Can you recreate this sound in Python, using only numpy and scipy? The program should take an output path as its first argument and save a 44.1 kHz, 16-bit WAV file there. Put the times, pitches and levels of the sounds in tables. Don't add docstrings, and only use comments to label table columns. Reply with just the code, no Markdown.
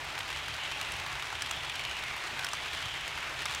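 import sys
import numpy as np
from scipy import signal
from scipy.fft import rfft, irfft
from scipy.io import wavfile
from scipy.ndimage import uniform_filter1d

SR = 44100
rng = np.random.default_rng(int(sys.argv[2]) if len(sys.argv) > 2 else 0)


def wav_out(sig):
    wavfile.write(sys.argv[1], SR, np.round(np.clip(np.atleast_2d(sig).T, -1, 1) * 32767).astype(np.int16))


N = 158760


def rolling():
    # frequency in Hz, relative level in dB.
    spectrum = [(100, -23), (200, -18.5), (300, -8), (480, -10), (620, -5), (820, -1.2), (1100, -1.5),
                (1500, -2), (2400, 0), (3300, -5), (4000, -8), (5000, -13), (7200, -18), (10000, -26),
                (13000, -31), (16000, -38)]
    # time in seconds, level change in dB.
    swell = [(0, 0), (.25, -.5), (1, 1), (1.25, 0), (1.8, -.5), (2.4, 1), (2.65, 0), (2.85, 0), (3.3, 0.5),
             (3.6, .5)]
    cells = signal.stft(rng.standard_normal(N), nperseg=512)[2]
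    patches = uniform_filter1d(rng.standard_normal(cells.shape), size=6, axis=0)
    patch_db = 0.86 * unit(uniform_filter1d(patches, size=9, axis=1))
    hiss = signal.istft(cells * amp(patch_db), nperseg=512)[1][:N]
    flicker_db = 0.5 * drift(rate_hz=51)
    return amp(-40 + level_curve(swell) + flicker_db) * colour(hiss, spectrum)


def coach_whirrs():
    # start and length in seconds, level in dB, first and last pitch in Hz.
    coaches = [(0.27, 0.93, -47.5, 3150, 2080), (1.332, 1, -46, 3180, 1500), (2.521, 0.79, -46, 3280, 2050),
               (3.37, 1.0, -45, 3300, 1500)]
    out = np.zeros(N)
    for start, length, db, first_hz, last_hz in coaches:
        noise = rng.standard_normal(round(length * SR))
        progress = np.linspace(0, 1, len(noise))
        hz = first_hz + (last_hz - first_hz) * progress ** 2.7
        swell = abs(np.sin(np.pi * progress)) ** 0.18
        add(out, start, amp(db) * swell * resonate(noise, hz, width_hz=1300))
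    return out


def joint_clacks():
    # start in seconds, gain in dB, knock gain on top of that in dB, knock pitch in Hz,
    # place in the bogie.
    crossings = [(1.4208, -24, -2, 1710, "leading"), (1.5109, -24.5, -0.5, 1316, "trailing"),
                 (2.4452, -24.5, 0, 1470, "leading"), (2.5330, -27.5, 5.5, 1190, "trailing"),
                 (3.4553, -25.5, 1, 1210, "leading"), (3.5479, -26.5, -10, 1310, "trailing")]
    # frequency in Hz, relative level in dB.
    crack_spectrum = [(300, -30), (1000, -14), (3000, -3), (6000, 4), (9000, -5), (15000, -15)]
    wheel_modes = {"leading": [(2250, -5, 0.011), (3120, 0.5, 0.008), (5300, 0.5, 0.011), (5830, -3, 0.011),
                   (8100, -8, 0.011), (8900, -6, 0.014)], "trailing": [(2730, 0, 0.014), (4300, -3, 0.011),
                   (5470, -5, 0.0094), (7310, 3.5, 0.0079), (8500, -5, 0.011)]}
    metal_rise_s, knock_rise_s, crack_decay_s = 0.00054, 0.00099, 0.0032
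    out, t = np.zeros(N), np.arange(2048) / SR
    for start, db, knock_db, hz, wheelset in crossings:
        crack = colour(rng.standard_normal(len(t)), crack_spectrum) * np.exp(-t / crack_decay_s)
        metal = rise(t, metal_rise_s) * (ring(wheel_modes[wheelset], t) + amp(-3.5) * crack)
        bed_modes = [(0.85 * hz, 0, 0.014), (hz, -2, 0.028), (1.32 * hz, -3, 0.021)]
        knock = amp(knock_db) * rise(t, knock_rise_s) * ring(bed_modes, t)
        add(out, start, amp(db) * (metal + knock))
    return out


def rattles():
    # start in seconds, relative level of the low, middle and high band in dB.
    chatters = [(0.179, -31, -32, -35), (0.189, -34.5, -38, -32.5), (0.2045, -34, -27.5, -43),
                (.279, -42, -41, -40), (.302, -30.5, -29, -34), (0.37, -42, -34, -36.5),
                (0.482, -29, -28.5, -32.5), (.5432, -41, -36, -37), (0.6514, -45, -26.5, -42),
                (.719, -30, -32, -34.5), (0.8125, -31, -26, -27.5), (0.9197, -39, -28, -34),
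                (0.9984, -31, -29, -34.5), (1.063, -28, -27, -37), (1.1528, -35, -31, -37),
                (1.2231, -30, -28.5, -34), (1.3274, -27, -40, -37), (1.352, -37, -26.5, -39),
                (1.4596, -43, -26.5, -35.5), (1.696, -39, -26, -33), (1.756, -40, -34, -34),
                (1.793, -49, -23, -34), (1.850, -50, -25.5, -32), (2.0366, -33, -30, -34.5),
                (2.195, -34, -33, -43), (2.267, -44, -51, -39), (2.372, -29.5, -31, -42),
                (2.392, -42, -25, -32.5), (2.466, -30, -24, -34), (2.487, -38, -28, -33),
                (2.825, -34, -29.5, -37.5), (2.8568, -33, -33, -35.5), (3.0775, -29, -28, -31),
                (3.1748, -29.5, -31, -41), (3.419, -29, -32, -34), (3.459, -36, -22.5, -43),
                (3.51, -30, -25.5, -34.5), (3.5377, -38, -28, -37)]
    bands = [(800, 1900), (1900, 3900), (3900, 15800)]
    rise_s, decay_s, rolloff_hz = 0.0011, 0.0026, 7040
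    out, t = np.zeros(N), np.arange(2048) / SR
    hz = np.fft.rfftfreq(len(t), 1 / SR)
    envelope = amp(db=1) * rise(t, rise_s) * np.exp(-t / decay_s)
    for start, *levels_db in chatters:
        spectrum = rfft(rng.standard_normal(len(t))) / (1 + (hz / rolloff_hz) ** 3)
        parts = [unit(irfft(spectrum * (hz >= low) * (hz < high))) for low, high in bands]
        burst = sum(amp(db) * part for db, part in zip(levels_db, parts))
        add(out, start, envelope * burst)
    return out


def grit():
    # frequency in Hz, relative level in dB.
    spectrum = [(200, -37), (800, -1), (1500, 3.5), (3000, 4), (4500, -3), (7500, -9), (11000, -17),
                (16000, -29)]
    # time in seconds, level change in dB.
    swell = [(0, -5), (.35, 1.5), (.85, -1.5), (1.3, -2.5), (1.75, -0.5), (2.1, -2), (2.68, 0.5), (2.78, 5),
             (2.92, -3), (3.3, -1.5), (3.6, 2.5)]
    grains_per_s, spread_db, decay_s = 450, 5, 0.0035
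    sizes = amp(spread_db * np.minimum(rng.exponential(1, N), 3.5))
    grains = sizes * (rng.random(N) < grains_per_s / SR)
    power = signal.lfilter([1], [1, -np.exp(-2 / (decay_s * SR))], grains ** 2)
    crackle = colour(np.sqrt(power) * rng.standard_normal(N), spectrum)
    return amp(-45 + level_curve(swell)) * crackle


def singing_wheels():
    # start and length in seconds, level in dB, first pitch, last pitch and width in Hz.
    rubs = [(0.269, .26, -51, 3280, 3400, 260), (.55, .41, -47, 2800, 2610, 400),
            (.58, .25, -47, 3050, 3240, 260), (1.379, 0.34, -49, 3260, 3400, 260),
            (1.74, 0.27, -47.5, 2970, 2840, 180), (1.97, .17, -45.5, 2200, 2110, 220),
            (2.34, 0.17, -47.7, 1620, 1430, 160), (2.49, .18, -50.5, 3400, 3380, 200),
            (2.73, 0.38, -46.5, 3130, 3100, 460), (3.11, 0.19, -50, 2140, 1890, 300)]
    out = np.zeros(N)
    for start, length, db, first_hz, last_hz, width_hz in rubs:
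        noise = rng.standard_normal(round(length * SR))
        progress = np.linspace(0, 1, len(noise))
        wobble = 1 + 0.016 * drift(rate_hz=14)[:len(noise)]
        rasp_db = 2 * drift(rate_hz=26)[:len(noise)]
        hz = (first_hz + (last_hz - first_hz) * progress) * wobble
        swell = abs(np.sin(np.pi * progress)) ** 0.32
        add(out, start, amp(db + rasp_db) * swell * resonate(noise, hz, width_hz))
    return out


def flange_ticks():
    # start in seconds, level in dB.
    touches = [(.046, -45), (.1905, -37), (.389, -46), (.9203, -38), (.969, -44), (1.075, -44),
               (1.564, -43), (1.7565, -41), (1.996, -46), (2.165, -41), (2.179, -43)]
    # frequency in Hz, relative level in dB.
    spectrum = [(500, -30), (3000, 4), (6000, -5), (9000, -4), (12500, -3), (16000, -12)]
    decay_s = 0.0018
    out, t = np.zeros(N), np.arange(1024) / SR
    for start, db in touches:
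        burst = colour(rng.standard_normal(len(t)), spectrum)
        add(out, start, amp(db) * burst * np.exp(-t / decay_s))
    return out


def board():
    # frequency in Hz, relative level in dB.
    rumble = [(10, -14), (30, -15), (45, -0.5), (56, -3), (70, 2.5), (90, -1), (112, -6.5), (135, 0),
              (155, -6), (175, -11.5), (260, -20.5), (600, -47)]
    # start in seconds, gain in dB.
    thumps = [(0.18, -47), (0.476, -38), (.80, -45), (0.927, -42), (1.328, -46), (1.553, -42),
              (2.839, -37.5), (3.44, -48)]
    t = np.arange(SR // 2) / SR
    thump = rise(t, rise_s=0.013) * ring([(71.3, 1, 0.16), (105.4, 0.92, 0.19), (148, 1, 0.11)], t)
    out = amp(-53.5) * colour(rng.standard_normal(N), rumble)
    for start, db in thumps:
        add(out, start, amp(db) * thump)
    return out


def motor():
    shaft_hz, harmonics_db = 137, [-64.5, -74, -69]
    speed_hz = shaft_hz * (1 + 0.01765 * drift(rate_hz=5.95))
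    phase = 2 * np.pi * np.cumsum(speed_hz) / SR
    return sum(amp(db) * unit(np.sin(k * phase)) for k, db in enumerate(harmonics_db, start=1))


def amp(db):
    return 10 ** (np.asarray(db) / 20)


def unit(x):
    return x / np.sqrt(np.mean(x ** 2) + 1e-20)


def rise(t, rise_s):
    return 1 - np.exp(-t / rise_s)


def level_curve(points):
    return np.interp(np.arange(N) / SR, *np.transpose(points))


def add(mix, start_s, sound):
    part = mix[round(start_s * SR):][:len(sound)]
    part += sound[:len(part)]


def colour(x, spectrum):
    points_hz, points_db = np.transpose(spectrum)
    hz = np.fft.rfftfreq(len(x), 1 / SR)
    gain_db = np.interp(np.log(hz + 1), np.log(points_hz + 1), points_db)
    return unit(irfft(rfft(x) * amp(gain_db), len(x)))


def drift(rate_hz):
    hz = np.fft.rfftfreq(N, 1 / SR)
    lowpass = (hz > 0) * np.exp(-(hz / rate_hz) ** 2)
    return unit(irfft(rfft(rng.standard_normal(N)) * lowpass, N))


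def resonate(x, hz, width_hz):
    carrier = np.exp(2j * np.pi * np.cumsum(hz) / SR)
    pole = np.exp(-np.pi * width_hz / SR)
    baseband = signal.lfilter([1], [1, -2 * pole, pole ** 2], x / carrier)
    return unit((carrier * baseband).real)


def ring(modes, t):
    return sum(amp(db - 60 * t / t60) * np.sin(2 * np.pi * hz * t) for hz, db, t60 in modes)


def scene():
    steady = rolling() + grit() + board() + motor()
    passing = coach_whirrs() + singing_wheels() + flange_ticks() + joint_clacks() + rattles()
    return (steady + passing)[None]


def record(dry):
    cutoff_hz = 15950
    lowpass = signal.firwin(511, cutoff_hz, window=("kaiser", 9), fs=SR)
    return signal.oaconvolve(dry, lowpass[None], "same")


dry = scene()
out = record(dry)
wav_out(out)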